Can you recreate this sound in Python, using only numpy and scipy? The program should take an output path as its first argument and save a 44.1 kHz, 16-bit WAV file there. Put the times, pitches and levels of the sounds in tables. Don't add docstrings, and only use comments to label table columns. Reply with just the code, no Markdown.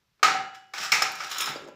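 import sys
import numpy as np
from scipy import signal
from scipy.fft import rfft, irfft, next_fast_len
from scipy.io import wavfile
from scipy.ndimage import uniform_filter1d

SR = 44100
rng = np.random.default_rng(int(sys.argv[2]) if len(sys.argv) > 2 else 0)


def store_wav(level_fs):
    pcm = np.round(np.clip(np.atleast_2d(level_fs), -1, 1) * 32767)
    wavfile.write(sys.argv[1], SR, pcm.T.astype(np.int16))


N = 77175
TIME = np.arange(N) / SR

# t/s, hit level/dB, low, middle and high wall band/dB relative to the hit,
# brightness/(dB/octave), level of the modes/dB
KNOCKS = [(0.194, -69.5, -4, -1, -21, -4, -96), (0.2292, -19, 5, -16, -19, -0.47, -24),
          (0.279, -30, 1.5, -0.5, -7, -4, -39), (0.736, -37.5, -7.5, -2.5, -20, -1, -52),
          (0.9185, -21.5, -28, 1.5, -1, 2.5, -51), (0.9245, -28.5, -1, 8.5, -16, -1.5, -48),
          (0.947, -57, 17, 6, -12, 7, -67), (1.0195, -27.5, 0.5, -3, 0.5, -1, -30.5),
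          (1.204, -38, 3.5, -3, -4, -4, -44.5), (1.3143, -38, -7, -23, -24, 2.5, -48),
          (1.356, -45, 7.5, -14, -6, -5, -45.5), (1.474, -36, -13.5, -12, -12.5, -2.5, -39)]
# f/Hz, level/dB
KNOCK_EQ = [(40, -46), (110, -19.5), (280, -14), (450, -8.5), (660, -8), (810, 2), (1050, -1.5),
            (1600, 3.5), (2800, -4.5), (4200, -3), (5800, -5), (7400, -12), (8400, -19.5), (13600, -34.5),
            (15000, -21.5)]
# f/Hz, width/Hz
WALL_BANDS = [(1265, 119), (2250, 690), (5250, 630)]
# f/Hz, level/dB, t60/s
CHANNEL_MODES = [(767, -0.5, 0.61), (784, -4, 0.31), (799, -12, 0.76), (956, -38, 0.85), (1240, -4.5, 0.42),
                 (1274, -5.5, 0.3), (1316, 2, 0.26), (1365, -3, 0.75), (1446, -19, 0.61), (1655, -14, 0.81),
                 (1850, -4.5, 0.28), (1970, -4, 0.33), (2135, -1, 0.34), (2244, -8.5, 0.46),
                 (2400, -9.5, 0.69), (2933, -15, 0.96)]
# t/s, level/dB
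ROCKS = [(0.348, -21), (0.436, -37.5), (0.525, -42.5)]
# t/s, level/dB
SLIDE_ENVELOPE = [(0.535, -65), (0.553, -43.5), (0.58, -90), (0.73, -69), (0.742, -40), (0.79, -33),
                  (0.835, -28), (0.87, -36.5), (0.91, -45), (1.0, -43), (1.06, -64), (1.11, -50),
                  (1.16, -43.5), (1.24, -39.5), (1.30, -41.5), (1.34, -54)]
# f/Hz, level/dB
SLIDE_EQ = [(60, -45), (200, -21), (500, -16.5), (780, 1.5), (1050, -7), (1290, 9.5), (1800, 3.5),
            (2300, 2.5), (3000, 0.5), (4400, -1.5), (5300, 3.5), (6100, -3.5), (7300, -5.5), (8300, -14.5),
            (13600, -28.5), (15000, -17)]
# t/s, level/dB
DRAG_ENVELOPE = [(1.298, -52), (1.31, -39.5), (1.322, -28), (1.345, -42.5), (1.375, -38), (1.387, -29.5),
                 (1.415, -29), (1.445, -33.5), (1.50, -36), (1.525, -54), (1.57, -64), (1.61, -87)]
# f/Hz, level/dB
DRAG_EQ = [(60, -48), (300, -12), (650, -10.5), (900, -4), (1100, 4.5), (1350, 9.5), (1800, -0.5),
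           (2500, 3), (3900, 7), (4500, -17), (5250, 7), (6100, -15), (6800, -0.5), (8300, -17),
           (12000, -17.5), (13700, -32), (15000, -8.5)]
# f/Hz, level/dB, t60/s
PLIERS_MODES = [(1514, 3, 0.15), (2428, 6, 0.26), (2970, 1, 0.17), (3690, -14, 0.13), (4070, 1, 0.28),
                (4900, 2, 0.095), (5570, 7, 0.21), (6600, -3, 0.067), (6900, -8, 0.1), (9540, 9.5, 0.15),
                (11100, -13.5, 0.086)]
# t/s, level/dB, brightness/(dB/octave), ping f/Hz, relative ping level/dB
TICKS = [(0.7362, -48.5, -1, 4250, 1), (1.021, -21, -2, 5260, 3), (1.117, -36.5, 9, 11840, -18),
         (1.1537, -39.5, 4, 7000, -14), (1.267, -50, 8, 9500, -14.5), (1.3024, -41, 4, 9500, -12),
         (1.3135, -36, 7, 7100, -8), (1.383, -26.5, 1, 6750, -8), (1.4074, -22, 1, 9300, -12),
         (1.4579, -31, 1, 5160, 6), (1.5584, -49, -3, 4860, 12.5), (1.6756, -57, -3, 5210, 1),
         (1.685, -54, -5, 5000, -18.5)]
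# f/Hz, level/dB
TICK_EQ = [(300, -26), (1500, -27), (3500, 2.5), (7000, 16), (8500, 2), (12000, 0), (13600, -8), (15000, 4)]
# t/s, level/dB, f/Hz
BUMPS = [(0.787, -52, 160), (0.804, -46.5, 162), (0.925, -36.5, 170), (1.021, -43, 550), (1.477, -44, 200),
         (1.494, -39.5, 180), (1.558, -32.5, 470), (1.664, -40, 375), (1.678, -41, 444), (1.685, -37, 450)]
# t/s, level/dB
RUB_ENVELOPE = [(0, -85), (0.1, -99), (0.16, -98), (0.22, -63.5), (0.39, -43), (0.55, -79), (0.74, -75),
                (0.81, -54), (0.88, -63), (1.08, -57.5), (1.3, -67), (1.5, -44), (1.61, -52), (1.65, -46),
                (1.70, -69), (1.75, -65)]
# f/Hz, level/dB
RUB_EQ = [(30, -22), (80, -17), (150, 2), (260, -5.5), (400, 5), (750, -9.5), (1400, -9), (3000, -34),
          (7000, -24), (15000, -68)]
# f/Hz, t60/s
WASH_T60 = [(100, 1.0), (400, 0.57), (1300, 0.53), (2500, 0.55), (5500, 0.42), (9000, 0.42), (15000, 0.24)]
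# f/Hz, level/dB
ROOM_TONE_EQ = [(25, -7), (60, -2), (130, 3), (400, -11.5), (1300, -8.5), (5500, -13), (8500, -25),
                (15000, -30)]
# f/Hz, level/dB
MICROPHONE_EQ = [(7000, 0), (7600, 3), (8000, -1), (11000, 3), (12000, 6.5), (13400, 1), (13850, 11),
                 (14300, 5), (15300, 1)]


def channel_knocks(modes):
    contact_s, attack_s = 0.0089, 0.00048
    progress = np.minimum(TIME / contact_s, 1)
    crack_envelope = (1 - np.exp(-TIME / attack_s)) * np.sqrt(1 - progress)
    swell = np.sin(np.pi * progress)
    out = np.zeros(N)
    for s, db, *walls_db, tilt_db, modes_db in KNOCKS:
        tail = amp(2.5) * wash()
        crack = amp(6.5) * radiated(crack_envelope * rng.standard_normal(N))
        hit = eq(crack + tail, KNOCK_EQ, tilt_db)
        for (hz, width_hz), wall_db in zip(WALL_BANDS, walls_db):
            shake = amp(5) * swell * np.sqrt(2) * np.sin(2 * np.pi * hz * TIME)
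            ring = amp(-5.5) * band(tail * decay(t60=1), hz - width_hz / 2, hz + width_hz / 2)
            hit += amp(wall_db) * (shake + ring)
        add(out, s, amp(db) * hit + amp(modes_db) * modes)
    return out


def channel_modes():
    low_hz, high_hz, count = 1363, 7700, 70
    shimmer = 0
    for place, strength in zip(rng.random(count), rng.standard_normal(count)):
        ratio = (high_hz / low_hz) ** place
        gain = strength * amp(-14 - 3.5 * np.log2(ratio))
        shimmer += gain * decay(t60=0.47 / ratio ** 0.086) * np.sin(2 * np.pi * low_hz * ratio * TIME)
    return radiated(tones(CHANNEL_MODES) + shimmer)


def channel_rocking(modes, rise_s=0.0041, soft_hz=980):
    out = np.zeros(N)
    for s, db in ROCKS:
        add(out, s, amp(db) * modes * (1 - np.exp(-TIME / rise_s)))
    return signal.sosfilt(signal.butter(2, soft_hz, fs=SR, output="sos"), out + 1e-18)


def scrapes(modes):
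    sliding = grit() * envelope(SLIDE_ENVELOPE)
    dragging = grit() * envelope(DRAG_ENVELOPE)
    channel_ring = amp(-14) * resonate(sliding, modes)
    pliers_ring = amp(-10) * resonate(dragging, radiated(tones(PLIERS_MODES)))
    rasp = eq(sliding, SLIDE_EQ) + eq(dragging, DRAG_EQ)
    return channel_ring + pliers_ring + in_room(rasp, send_db=-2)


def grit(grains_per_s=4500, spread_db=3, flutter_db=2.5):
    sizes = amp(spread_db * np.minimum(rng.exponential(1, N), 5)) * rng.choice([-1, 1], N)
    clumps = rms_one(uniform_filter1d(rng.standard_normal(N), size=300))
    catches = rng.random(N) < grains_per_s / SR
    return rms_one(sizes * catches * amp(flutter_db * clumps))


def ticks(half_width_hz=200):
    out = np.zeros(N)
    for s, db, tilt_db, hz, ping_db in TICKS:
        crack = rng.standard_normal(N) * decay(t60=0.048)
        ping = amp(ping_db) * band(crack, hz - half_width_hz, hz + half_width_hz)
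        add(out, s, amp(db) * (eq(crack, TICK_EQ, tilt_db) + ping))
    return in_room(out, send_db=-8.5)


def bumps():
    spread = 2 ** 0.74
    out = np.zeros(N)
    for s, db, hz in BUMPS:
        burst = rng.standard_normal(N) * decay(t60=0.056)
        add(out, s, amp(db) * band(burst, hz / spread, hz * spread))
    return in_room(out, send_db=-5)


def hand_rub():
    return eq(grit() * envelope(RUB_ENVELOPE), RUB_EQ)


def wash(build_s=0.00065, build_cycles=1.4):
    white, hz = rfft(rng.standard_normal(N)), np.fft.rfftfreq(N, 1 / SR)
    edges = np.geomspace(30, SR / 2, 14)
    tail = 0
    for low, high in zip(edges, edges[1:]):
        centre = np.sqrt(low * high)
        noise = irfft(white * (hz >= low) * (hz < high), N)
        build = 1 - np.exp(-TIME / (build_s + build_cycles / centre))
        tail += noise * build * decay(at_hz(WASH_T60, centre))
    return tail


def in_room(x, send_db):
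    return x + amp(send_db) * resonate(x, wash())


def room_tone():
    return amp(-73) * eq(rng.standard_normal(N), ROOM_TONE_EQ)


def tones(modes):
    return sum(amp(db) * decay(t60) * np.sin(2 * np.pi * hz * TIME) for hz, db, t60 in modes)


def radiated(x, low_cut_hz=486):
    return signal.sosfilt(signal.butter(2, low_cut_hz, "high", fs=SR, output="sos"), x + 1e-18)


def resonate(x, response):
    return signal.fftconvolve(x, response / np.linalg.norm(response))[:N]


def eq(x, points, tilt_db=0, tilt_from_hz=690):
    size = next_fast_len(2 * N, True) // 2 * 2
    hz = np.maximum(np.fft.rfftfreq(size, 1 / SR), 20)
    octaves = np.log2(np.maximum(hz / tilt_from_hz, 1))
    gain = rms_one(amp(at_hz(points, hz) + tilt_db * octaves))
    cepstrum = irfft(np.log(gain))
    cepstrum[1:size // 2] *= 2
    cepstrum[size // 2 + 1:] = 0
    return irfft(rfft(x, size) * np.exp(rfft(cepstrum)))[:N]


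def band(x, low_hz, high_hz):
    high_hz = min(high_hz, .48 * SR)
    sos = signal.butter(2, [low_hz, high_hz], "band", fs=SR, output="sos")
    return signal.sosfilt(sos, x + 1e-18) * np.sqrt(SR / 2 / (high_hz - low_hz))


def envelope(points):
    return amp(np.interp(TIME, *np.transpose(points), left=-np.inf, right=-np.inf))


def decay(t60):
    return amp(-60 * TIME / t60)


def at_hz(points, hz):
    freqs, values = np.transpose(points)
    return np.interp(np.log(np.maximum(hz, 1)), np.log(freqs), values)


def amp(db):
    return 10 ** (np.asarray(db) / 20)


def rms_one(x):
    return x / np.sqrt(np.mean(x ** 2) + 1e-20)


def add(out, s, x):
    start = int(s * SR)
    out[start:] += x[:N - start]


def scene():
    modes = channel_modes()
    bed = hand_rub() + room_tone()
    mono = channel_knocks(modes) + channel_rocking(modes) + scrapes(modes) + ticks() + bumps() + bed
    return np.array([mono, mono])


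def record(dry):
    cutoff_hz = 15450
    coloured = [eq(side, MICROPHONE_EQ) for side in dry]
    lowpass = signal.ellip(10, .2, 80, cutoff_hz, fs=SR, output="sos")
    return signal.sosfilt(lowpass, np.tanh(coloured))


dry = scene()
out = record(dry)
store_wav(out)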